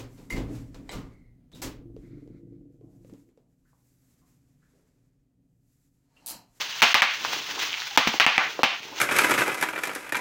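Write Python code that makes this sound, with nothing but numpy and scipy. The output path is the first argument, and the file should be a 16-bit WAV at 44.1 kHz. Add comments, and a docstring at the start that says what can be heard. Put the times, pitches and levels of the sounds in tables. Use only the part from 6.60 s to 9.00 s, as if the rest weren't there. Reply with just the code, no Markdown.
"""Bubble wrap pops as it is twisted by hand over a cardboard box in a small bedroom.
Its bubbles burst in two quick runs of sharp cracks that ring round the room. The plastic film
crinkles, crunches and snaps, and the box is scuffed and bumped, all over a faint hum and hiss.
A limiter turns the sound down at each loud pop, then lets the room's echo swell back."""
import sys
import numpy as np
from scipy import signal
from scipy.fft import rfft, irfft
from scipy.io import wavfile
from scipy.ndimage import uniform_filter1d

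SR = 44100
rng = np.random.default_rng(int(sys.argv[2]) if len(sys.argv) > 2 else 0)


def transcribe(u):
    """Save the signal u as a 16-bit wav file named by the first command-line argument.

    u: samples, shape (n,) or (channels, n), limited to [-1, 1]; the rate is SR.
    q: integer samples, one column per channel.
    """
    v = np.clip(np.atleast_2d(u).T, -1, 1)
    q = np.round(v * 32767).astype(np.int16)
    wavfile.write(sys.argv[1], SR, q)


N = 105840
T = np.arange(N) / SR


# The tone of a burst, as the microphone colours it: pitch_hz, relative_db
BURST_TONE = [(40, -58), (100, -51), (200, -32), (450, -11.5), (800, 1.5), (1400, 2.5), (2600, 3),
              (4000, 0), (6400, -4), (8000, -17.5), (13000, -22), (15400, -5), (17000, -21)]
# One row per bursting bubble: start_s, level_db, crack_db, air_pocket_hz, air_pocket_db,
# film_hz, film_db, treble_edge_hz, thump_db, early_echo_db
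BUBBLE_POPS = [(0.2199, 25, -6.5, 890, -35, 2550, -19.5, 4430, -20, -3.5),
               (.3436, 26, -2, 900, -26, 2700, -15.5, 3340, -25, -6),
               (0.4203, 25, -2.5, 1030, -30, 2370, -11.5, 3160, -25, -4.5),
               (1.3747, 30.5, 3.5, 820, -20.5, 2480, -24, 5000, -16.5, -5),
               (1.5990, 20.5, -3.5, 1040, -36, 2460, -15.5, 2470, -25.5, -5),
               (1.6645, 29, -2.5, 810, -17.5, 2380, -5.5, 2600, -23.5, -8.5),
               (1.7798, 19.5, -3, 765, -12, 1860, -1.5, 1670, -21.5, -14),
               (2.0329, 22.5, 0, 740, -18.5, 2700, -10.5, 2830, -18.5, -3.5)]

def pops():
    """A bubble bursts: the jump in pressure rings the torn film and the air between the hands."""
    out, tone = np.zeros(N), colour(BURST_TONE)
    thump = knock(hz=220, fade_s=0.018, edge_hz=500)
    for (start_s, level_db, crack_db, pocket_hz, pocket_db,
         film_hz, film_db, edge_hz, thump_db, early_db) in BUBBLE_POPS:
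        jump = from_db(film_db) * ring(film_hz, fade_s=0.0019)
        # A brief high ring brightens the crack.
        jump += from_db(film_db - 15.5) * ring(3.48 * film_hz, fade_s=0.002)
        jump += from_db(pocket_db) * ring(pocket_hz, fade_s=0.0039)
        jump[0] += 1  # the pressure jump itself
        smoothing = np.exp(-2 * np.pi * edge_hz / SR)  # softens the treble
        crack = signal.lfilter([1], [1, -smoothing], through(jump, tone))
        pop = unit(crack) + from_db(thump_db) * thump
        path = room(direct_db=crack_db, early_db=early_db)
        path += from_db(crack_db + 2) * scatter(fade_s=0.015)  # inside the wad and between the hands
        add(out, start_s, from_db(level_db) * through(pop, path))
    return out


# Deep thuds: start_s, level_db
LOW_THUDS = [(1.376, 5), (1.4712, -6)]

def low_thuds():
    """A deep, soft thud under the loudest cracks."""
    out = np.zeros(N)
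    thud = unit(lowpass(ring(hz=50, fade_s=0.017), hz=220))
    for start_s, level_db in LOW_THUDS:
        add(out, start_s, from_db(level_db) * thud)
    return out


# The tone of the crinkling, as the microphone colours it: pitch_hz, relative_db
CRINKLE_TONE = [(150, -33), (500, -16.5), (900, -3), (1600, -1), (3000, 2.5), (4500, -2), (6400, -4.5),
                (8200, -23.5), (13500, -30), (15400, -9.5), (16500, -28)]
# How loudly the twisted film crinkles: time_s, level_db
CRINKLE_LEVELS = [(0, -26.5), (.07, -34), (.16, -34), (.3, -33), (.58, -35.5), (.66, -32), (.70, -29),
                  (.745, -31.5), (.80, -34), (.89, -33), (.94, -35.5), (1.03, -29), (1.10, -33.5),
                  (1.16, -36), (1.22, -35.5), (1.26, -36), (1.31, -39), (1.36, -33.5), (1.5, -30.5),
                  (1.58, -37.5), (1.7, -34), (1.93, -40), (2.2, -42), (2.33, -43), (2.38, -34.5),
                  (2.4, -51)]
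# Folds that collapse: peak_s, level_db, half_width_s
FOLD_CRUNCHES = [(.656, -40, 0.0091), (0.734, -25.5, .008), (1.4760, -9, 0.0029)]

def crinkles():
    """Twisted film gives thousands of tiny clicks; a collapsing fold adds a short crunch of noise."""
    clicks = random_clicks(CRINKLE_LEVELS, per_s=4000, spread_db=4)
    crinkle = from_many_spots(clicks, echo_db=-2, spots=8)
    collapse = sum(from_db(level_db) * np.exp(-np.abs(T - peak_s) / half_width_s)
                   for peak_s, level_db, half_width_s in FOLD_CRUNCHES)
    crunch = from_many_spots(collapse * rng.standard_normal(N), echo_db=-11, spots=2)
    return through(crinkle + crunch, colour(CRINKLE_TONE))


# Creases that snap: start_s, level_db, pitch_hz
CREASE_SNAPS = [(0.1277, -11, 2780), (0.194, -9, 2840), (0.6493, -3, 1390), (.7330, -8, 2860),
                (1.095, -12, 3220), (1.1058, -8, 3160), (1.1301, -3, 2840), (1.1415, -4, 2240),
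                (1.1748, -7.5, 2240), (1.2028, -7.5, 3980), (1.22, -7.5, 1620), (1.3105, -13.5, 3040),
                (1.4732, 9, 2170), (2.2316, -14, 2400)]

def snaps():
    """A crease flips over and the film rings for an instant."""
    out, tone = np.zeros(N), colour(CRINKLE_TONE)
    for start_s, level_db, pitch_hz in CREASE_SNAPS:
        snap = unit(through(ring(pitch_hz, fade_s=0.0032), tone))
        add(out, start_s, from_db(level_db) * through(snap, room(echo_db=-9.5)))
    return out


# The tone of rubbed cardboard: pitch_hz, relative_db
CARDBOARD_TONE = [(30, -24), (80, -15.5), (160, -6.5), (230, -8.5), (320, 1.5), (520, -6), (900, -3),
                  (1600, -14), (4000, -38)]
# How loud the scuffing is: time_s, level_db
SCUFF_LEVELS = [(0, -47), (.12, -58.5), (.42, -55), (.55, -55), (.65, -41), (.69, -42), (.75, -41),
                (.84, -51.5), (.99, -40), (1.10, -51.5), (1.26, -63.5), (1.42, -44), (1.56, -47.5),
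                (1.85, -43), (2.0, -49.5), (2.2, -52.5), (2.39, -42.5)]

def box_scuffs():
    """Cardboard scuffs under the arms in a stream of small, dull clicks."""
    clicks = random_clicks(SCUFF_LEVELS, per_s=560, spread_db=1.5)
    return through(from_many_spots(clicks, echo_db=-8, spots=2), colour(CARDBOARD_TONE))


# Bumps on the box: start_s, level_db, pitch_hz, fade_s
BOX_BUMPS = [(0.6489, -3.5, 900, 0.0043), (0.732, -6, 864, 0.0031), (.9790, -9, 985, 0.02),
             (1.31, -19, 800, 0.081), (1.4723, 9, 217, 0.023), (1.4734, 7.5, 970, 0.012),
             (1.54, -5, 790, 0.016), (1.541, -7, 290, 0.021), (1.9920, 1, 506, 0.007)]

def box_bumps():
    """Bumped cardboard rings briefly with a dull knock."""
    out = np.zeros(N)
    for start_s, level_db, pitch_hz, fade_s in BOX_BUMPS:
        bump = knock(pitch_hz, fade_s, edge_hz=1500)
        add(out, start_s, from_db(level_db) * through(bump, room(echo_db=-10.5)))
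    return out


# The room's lingering echo, band by band: pitch_hz, relative_db, fade_s
ECHO_BANDS = [(156, -28, 0.64), (402, -2.5, 0.23), (900, 0.5, 0.24), (1850, 1.5, 0.3), (3750, 4, 0.28),
              (8000, 1, 0.23), (14800, 0, 0.18)]
# Notes at which the room rings: pitch_hz, relative_db, fade_s
ROOM_NOTES = [(235.7, -53.5, 0.12), (530, -52, 0.17), (701, -57.5, 0.23), (869, -46.5, 0.1),
              (1020, -59, 0.1), (1172, -48.5, 0.18)]

def room(direct_db=0, early_db=0, echo_db=0):
    """A click arrives directly, then bounces off furniture, lingers and rings the room's notes."""
    t = T[:SR // 2]
    spectrum = rfft(rng.standard_normal(len(t)))
    log_hz = np.log(np.fft.rfftfreq(len(t), 1 / SR) + 1)
    centres = np.log([band[0] for band in ECHO_BANDS])
    tail = np.zeros(len(t))
    for (_, db, fade_s), share in zip(ECHO_BANDS, np.eye(len(centres))):
        band_noise = irfft(spectrum * np.interp(log_hz, centres, share), len(t))
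        tail += from_db(db) * decay(fade_s) * band_noise
    build_up = 1 - np.exp(-t / 0.0059)
    tail *= from_db(-3.5) * build_up / np.sqrt(SR * .02)
    early = from_db(5.5 + early_db) * scatter(fade_s=0.077)
    notes = sum(from_db(db) * ring(hz, fade_s) for hz, db, fade_s in ROOM_NOTES)
    path = from_db(echo_db) * delayed(early + tail + notes, delay_s=0.0046)  # to the wall and back
    path[0] += from_db(direct_db)
    return path


# The tone of the quiet room: pitch_hz, relative_db
BACKGROUND_TONE = [(25, -46), (60, -3), (140, 16.5), (300, 1), (1000, -30.5), (4000, -39), (9000, -85),
                   (13500, -1), (15400, -3), (17000, -48)]

def background(level_db=-64.5):
    """Steady, faint noise: a low hum and a thin, high hiss."""
    return from_db(level_db) * through(rng.standard_normal(N), colour(BACKGROUND_TONE))


def random_clicks(levels, per_s, spread_db, clump_db=3):
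    """Random clicks of uneven size, louder in brief clumps, following a level curve."""
    clumps = np.interp(T, np.linspace(0, T[-1], num=400), rng.standard_normal(size=400))
    sizes = from_db(spread_db * np.minimum(rng.exponential(1, N), 5) + clump_db * clumps)
    clicks = sizes * rng.choice([-1, 1], N) * (rng.random(N) < per_s / SR)
    loudness = from_db(np.interp(T, *np.transpose(levels)))
    return unit(clicks) * np.sqrt(N) * loudness


def from_many_spots(clicks, echo_db, spots):
    """Clicks come from several spots, each with its own path through the room."""
    spot = rng.integers(0, spots, N)
    return sum(through(clicks * (spot == k), unit(room(echo_db=echo_db))) for k in range(spots))


def knock(hz, fade_s, edge_hz):
    """A dull ring, cut above edge_hz and far below its pitch; energy 1."""
    bass_cut = signal.butter(2, hz / 2, "high", fs=SR, output="sos")
    return unit(lowpass(signal.sosfilt(bass_cut, ring(hz, fade_s) + 1e-18), edge_hz))


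def scatter(fade_s):
    """Many tiny echoes blur into fading noise; energy 1."""
    return unit(rng.standard_normal(SR // 2) * decay(fade_s))


def ring(hz, fade_s):
    """A fading note of height 1, set off by a click."""
    return np.cos(2 * np.pi * hz * T[:SR // 2]) * decay(fade_s)


def decay(fade_s):
    """A half-second fade that drops 60 dB every fade_s seconds."""
    return np.exp(-np.log(1000) * T[:SR // 2] / fade_s)


def colour(tone, size=4096):
    """Turn a tone table into a click with that tone; energy 1."""
    hz, db = np.transpose(tone)
    log_hz = np.log(np.fft.rfftfreq(size, 1 / SR) + 1)
    gains = from_db(np.interp(log_hz, np.log(hz), db))
    cepstrum = irfft(np.log(gains))
    # Pack the energy at the start, so the click stays sharp (minimum phase).
    cepstrum[1:size // 2] *= 2
    cepstrum[size // 2 + 1:] = 0
    return unit(irfft(np.exp(rfft(cepstrum)))[:size // 2])


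def lowpass(x, hz):
    """Turn down everything above hz."""
    return signal.sosfilt(signal.butter(2, hz, fs=SR, output="sos"), x + 1e-18)


def through(x, response):
    """Give x a tone or an echo (convolution), keeping its length."""
    return signal.fftconvolve(x, response)[:len(x)]


def delayed(x, delay_s):
    """The same sound, later."""
    return np.pad(x, (int(delay_s * SR), 0))[:len(x)]


def add(out, start_s, x):
    """Mix x into out at start_s."""
    i = int(start_s * SR)
    out[i:i + len(x)] += x[:N - i]


def unit(x):
    """Scale to energy 1."""
    return x / np.sqrt(np.sum(x ** 2) + 1e-20)


def from_db(db):
    """Turn decibels into a multiplier."""
    return 10 ** (np.asarray(db) / 20)


def scene():
    """Bubble wrap and box over the quiet room, in one channel."""
    quiet_room = background()
    wrap = pops() + low_thuds() + crinkles() + snaps()
    box = box_scuffs() + box_bumps()
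    return (wrap + box + quiet_room)[None]


def record(dry, limit_db=-12, deepest_dip_db=22, recovery_db_per_s=137, clip_level=.7, top_hz=17000):
    """A limiter dips just before loud peaks and recovers steadily; what still sticks out overloads."""
    average_s, look_ahead_s = 0.0049, 0.0066
    power = uniform_filter1d(dry[0] ** 2, int(average_s * SR))
    level_db = 10 * np.log10(np.abs(power) + 1e-12)
    excess_db = np.clip(level_db - limit_db, 0, deepest_dip_db)
    recovery_db = recovery_db_per_s * T
    dip_db = np.maximum.accumulate(excess_db + recovery_db) - recovery_db
    dip_db = uniform_filter1d(np.interp(T + look_ahead_s, T, dip_db), size=64)
    drive = dry * from_db(-dip_db) / clip_level
    rounded = clip_level * drive / (1 + drive ** 16) ** (1 / 16)
    treble_cut = signal.cheby2(14, 60, top_hz, fs=SR, output="sos")
    return signal.sosfilt(treble_cut, rounded)


dry = scene()
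out = record(dry)
transcribe(out)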